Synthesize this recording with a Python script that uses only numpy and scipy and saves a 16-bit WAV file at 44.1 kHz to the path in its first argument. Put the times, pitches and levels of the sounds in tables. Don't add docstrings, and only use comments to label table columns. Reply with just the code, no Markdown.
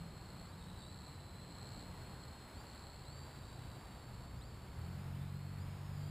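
import sys
import numpy as np
from scipy import signal
from scipy.fft import rfft, irfft
from scipy.io import wavfile
from scipy.ndimage import uniform_filter1d

SR = 44100
rng = np.random.default_rng(int(sys.argv[2]) if len(sys.argv) > 2 else 0)


def wrap_up_sound(samples):
    columns = np.atleast_2d(samples).T
    tamed = np.clip(columns, -1, 1)
    steps = np.round(tamed * 32767).astype(np.int16)
    wavfile.write(sys.argv[1], SR, steps)


N = 269392


def undb(db):
    return 10 ** (np.asarray(db) / 20)


def at_rms(x, db):
    return x * undb(db) / np.sqrt(np.mean(x ** 2))


def curves(table):
    times_s, *columns = np.transpose(table)
    return [np.interp(np.arange(N) / SR, times_s, column) for column in columns]


def phase_rad(hz):
    return 2 * np.pi * (np.cumsum(hz) / SR + rng.random())


def drift(rate_hz):
    hold = int(SR / rate_hz)
    steps = np.repeat(rng.standard_normal(N // hold + 1), hold)
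    smooth = uniform_filter1d(uniform_filter1d(steps, hold), hold)[:N]
    return smooth / smooth.std()


def shaped_noise(spectrum):
    hz, db = np.transpose(spectrum)
    bins_hz = np.maximum(np.fft.rfftfreq(N, 1 / SR), 1)
    gain = undb(np.interp(np.log(bins_hz), np.log(hz), db))
    return irfft(rfft(rng.standard_normal(N)) * gain, N)


# t/s, from/Hz (None: carry on), to/Hz, lag/s, level/dB (-99: silent)
THROTTLE_STEPS = [
    [(0, 4243, 4500, 1.5, -67), (.46, 4012, 4760, .03, -69), (.52, 3850, 4420, .04, -69.5),
     (.67, None, 4400, 0.13, -99), (.71, 4040, 4130, 0.055, -75), (.775, 4380, 4555, 0.027, -66),
     (.85, None, 4350, .07, -67.5), (1.14, 4500, 4370, 0.095, -73), (1.83, None, 4360, .1, -99),
     (2.66, 4447, 4317, 0.076, -67), (3.02, 4500, 4610, 0.017, -70), (3.08, None, 4500, .1, -99),
     (3.42, 3780, 3955, 0.16, -75), (3.78, None, 3950, 0.094, -99), (4.98, 2565, 2597, 0.054, -79),
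     (5.13, None, 2608, 0.11, -99), (5.21, 3470, 4280, .11, -79), (5.58, None, 4340, 0.099, -99),
     (5.64, 5150, 5340, 0.054, -77), (5.9, None, 5323, 0.094, -99), (5.96, 4720, 4625, .03, -69.5),
     (6.03, None, 4930, .1, -66.5)],
    [(0, 3970, 3900, .1, -99), (.58, 3880, 3720, .03, -71), (.64, None, 4010, 0.1, -69.5),
     (.785, None, 3930, .04, -68), (.87, None, 4150, .1, -76), (1.07, None, 4050, 0.065, -68),
     (1.33, None, 4160, 0.082, -65), (1.66, None, 4250, 0.054, -65), (1.76, None, 4140, 0.041, -69),
     (1.83, None, 4290, .15, -65.5), (2.28, None, 4220, 0.093, -67), (2.55, None, 5500, .15, -64),
     (2.625, None, 4486, .03, -69), (2.65, 4280, 4085, .06, -73), (2.92, None, 4097, 0.11, -99),
     (3.045, 3750, 4610, .05, -71), (3.07, None, 4630, .05, -62.5), (3.25, None, 4530, .15, -67),
     (3.55, None, 4586, 0.092, -70), (3.8, None, 4395, .25, -68.5), (4.15, None, 4425, 0.12, -69),
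     (4.365, None, 5023, 0.022, -70.5), (4.412, 3490, 4750, .021, -68.5), (4.48, None, 4420, .06, -70.5),
     (4.965, None, 5300, .045, -73.5), (5.03, None, 5300, .045, -76), (5.13, 2700, 4410, .1, -76.5),
     (5.33, None, 4402, .08, -71), (5.59, None, 5180, .035, -69), (5.635, 4900, 5140, 0.076, -75),
     (5.9, None, 4790, .15, -71), (6.02, None, 4770, .1, -99)],
    [(0, 3800, 3700, 0.092, -99), (.82, 3650, 4506, .15, -67.5), (.94, None, 4200, .1, -99),
     (4.48, 4430, 4220, 0.064, -75), (4.6, None, 4220, .1, -99), (5.15, 4970, 4775, .15, -80),
     (5.43, None, 4753, 0.093, -99), (6.01, 3056, 3400, .07, -76)],
]


def motor_whines(throb, fade_s=0.016, flicker_db=1.6, chop_depth=0.29):
    tones = np.zeros(N)
    for steps in THROTTLE_STEPS:
        hz, db = throttle_response(steps)
        gain = uniform_filter1d(undb(db), int(fade_s * SR))
        flicker = undb(flicker_db * drift(220))
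        waver_hz = 16.3 * drift(70) + 40 * drift(400)
        tones += flicker * gain * np.sin(phase_rad(hz + waver_hz))
    return np.sqrt(2) * tones * (1 + chop_depth * throb)


def throttle_response(steps, surge_db=6, surge_hz_per_s=40000):
    t, hz, db = np.arange(N) / SR, np.zeros(N), np.zeros(N)
    for start_s, from_hz, to_hz, lag_s, step_db in steps:
        i = int(start_s * SR)
        from_hz = hz[i] if from_hz is None else from_hz
        gap_hz = (to_hz - from_hz) * np.exp(-(t[i:] - t[i]) / lag_s)
        hz[i:] = to_hz - gap_hz
        db[i:] = step_db + surge_db * np.clip(gap_hz / lag_s / surge_hz_per_s, 0, 2)
    return hz, db


def rotor_throb(blade_hz=201, beat_hz=65.05, beat_depth=0.78, beat_share=0.45):
    blade = np.cos(phase_rad(blade_hz + 1.21 * drift(6)))
    beat = np.cos(phase_rad(beat_hz + 0.67 * drift(6.1)))
    return at_rms(blade * (1 + beat_depth * beat) + beat_share * beat, 0)


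# t/s, length/s, level/dB, centre/Hz
BUZZ_BOUTS = [(0.048, 3.72, -77, 4190), (0.171, 0.31, -70, 4245), (.6, .29, -72, 3986),
              (0.915, .2, -65.5, 4200), (1.501, .14, -67, 4219), (1.621, 0.22, -62, 4240),
              (2.197, .13, -70, 4240), (2.648, .41, -67, 4310), (3.15, .9, -75, 3880),
              (4.1, .15, -71.5, 4150), (4.788, .12, -73.5, 4300), (5.401, .17, -80.5, 4280),
              (5.973, .2, -76.5, 4500)]


def buzz_bouts(rise_s=0.0543, fall_s=0.031):
    t = np.arange(N) / SR
    start_s, length_s, db, hz = np.transpose(BUZZ_BOUTS)[:, :, None]
    ramps = np.minimum((t - start_s) / rise_s, (start_s + length_s - t) / fall_s)
    gains = np.clip(ramps + 0.5, 0, 1) * undb(db) + 1e-6
    total = gains.sum(axis=0)
    return total, (gains * hz).sum(axis=0) / total


def frame_buzz(throb, stray_hz=170):
    gain, centre_hz = buzz_bouts()
    push = np.maximum(0.55 + throb, 0)
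    ring_hz = centre_hz + stray_hz * np.tanh(drift(600))
    return gain * at_rms(push * np.sin(phase_rad(ring_hz)), 0)


# t/s, cycle rate/Hz, level/dB of harmonics 2, 3, 4
ENGINE_RUN = [(0, 47.3, -60.5, -66.5, -65.5), (1.1, 46.1, -63.5, -69, -66), (2.25, 43.15, -60.5, -71, -65),
              (2.5, 28, -68, -71, -86), (3.3, 26.95, -57.5, -57, -62.5), (3.6, 28.35, -61.5, -63.5, -58),
              (4.5, 29.89, -61.5, -68, -58.5), (4.7, 36.2, -62.5, -62, -70), (4.79, 41.34, -49, -52.5, -57),
              (4.89, 44.5, -50, -49.5, -53.5), (5.06, 46.26, -49, -48.5, -56.5),
              (5.7, 47.33, -50, -49.5, -60), (6.11, 49.6, -49.5, -45, -64)]


def engine_exhaust(pulling_db=-49.5, uneven_per_db=0.202):
    cycle_hz, *harmonics_db = curves(ENGINE_RUN)
    unevenness = 1 + uneven_per_db * np.clip(pulling_db - harmonics_db[0], 0, 8)
    phase = phase_rad(cycle_hz + 0.411 * unevenness * drift(20))
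    pulses = np.zeros(N)
    for order, db in enumerate(harmonics_db, start=2):
        gain = undb(db + 1.35 * unevenness * drift(25))
        pulses += gain * np.cos(order * phase + 2.8)
    return np.sqrt(2) * pulses


def engine_roar(band_hz=(1080, 2500), relative_db=-21):
    bandpass = signal.butter(2, band_hz, "band", fs=SR, output="sos")
    band = signal.sosfilt(bandpass, rng.standard_normal(N))
    return undb(curves(ENGINE_RUN)[1]) * at_rms(band, relative_db)


# t/s, f/Hz, level/dB
HUM_TRACK = [(0, 167, -60.5), (1.05, 163, -66.5), (1.25, 137, -63.5), (1.7, 132.5, -62.5),
             (2.6, 120.9, -73.5), (3.4, 145.7, -60.5), (4.4, 164.9, -67.5), (6.11, 164.7, -76)]


def vehicle_hum(waver_db=3.5, waver_hz=4):
    hz, db = curves(HUM_TRACK)
    gain = undb(db + waver_db * drift(12))
    return np.sqrt(2) * gain * np.sin(phase_rad(hz + waver_hz * drift(14)))


# f/Hz, relative density/dB
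TRAFFIC_SPECTRUM = [(12, -47), (20, -17), (70, -5), (148, -8.5), (232, -11.5), (494, -16.5), (956, -16),
                    (2510, -27), (3490, -28.5), (4320, -26), (5600, -29.5), (7280, -53), (12300, -120)]
# t/s, hiss/dB, rumble/dB
TRAFFIC_LEVELS = [(0, -58.5, -56.5), (1.4, -58, -56), (1.8, -57, -54), (3.2, -57.5, -57),
                  (4.1, -58.5, -55.5), (6.11, -58, -52.5)]


def far_traffic(split_hz=172.0):
    hiss_db, rumble_db = curves(TRAFFIC_LEVELS)
    noise = shaped_noise(TRAFFIC_SPECTRUM)
    low = signal.sosfiltfilt(signal.butter(2, split_hz, fs=SR, output="sos"), noise)
    hiss = undb(hiss_db + 0.62 * drift(5.97)) * at_rms(noise - low, 0)
    rumble = undb(rumble_db + 1.6 * drift(7)) * at_rms(low, 0)
    return hiss + rumble


def scene():
    throb = rotor_throb()
    quadcopter = motor_whines(throb) + frame_buzz(throb)
    mono = quadcopter + engine_exhaust() + engine_roar() + vehicle_hum() + far_traffic()
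    return np.array([mono, mono])


# f/Hz, relative density/dB
SIDE_HISS_SPECTRUM = [(120, -42), (200, -33), (361, 3.5), (1060, -5), (3620, 3.5), (5200, -2.5), (6020, -9),
                      (7210, -2), (10000, -21), (13000, -47), (22000, -120)]


def record(dry, antialias_hz=5120.0, camera_hz=12000, hiss_db=-79, top_hz=15330):
    filtered = signal.sosfilt(signal.butter(4, antialias_hz, fs=SR, output="sos"), dry)
    sampled = signal.resample_poly(filtered, camera_hz, SR, axis=1)
    held = np.repeat(sampled, 4, axis=1)
    mirrored = signal.resample_poly(held, SR, 4 * camera_hz, axis=1)[:, :N]
    side_hiss = at_rms(shaped_noise(SIDE_HISS_SPECTRUM), hiss_db) * np.array([[1], [-1]])
    lowpass = signal.ellip(12, 0.2, 60, top_hz, fs=SR, output="sos")
    return signal.sosfilt(lowpass, mirrored + side_hiss)


dry = scene()
out = record(dry)
wrap_up_sound(out)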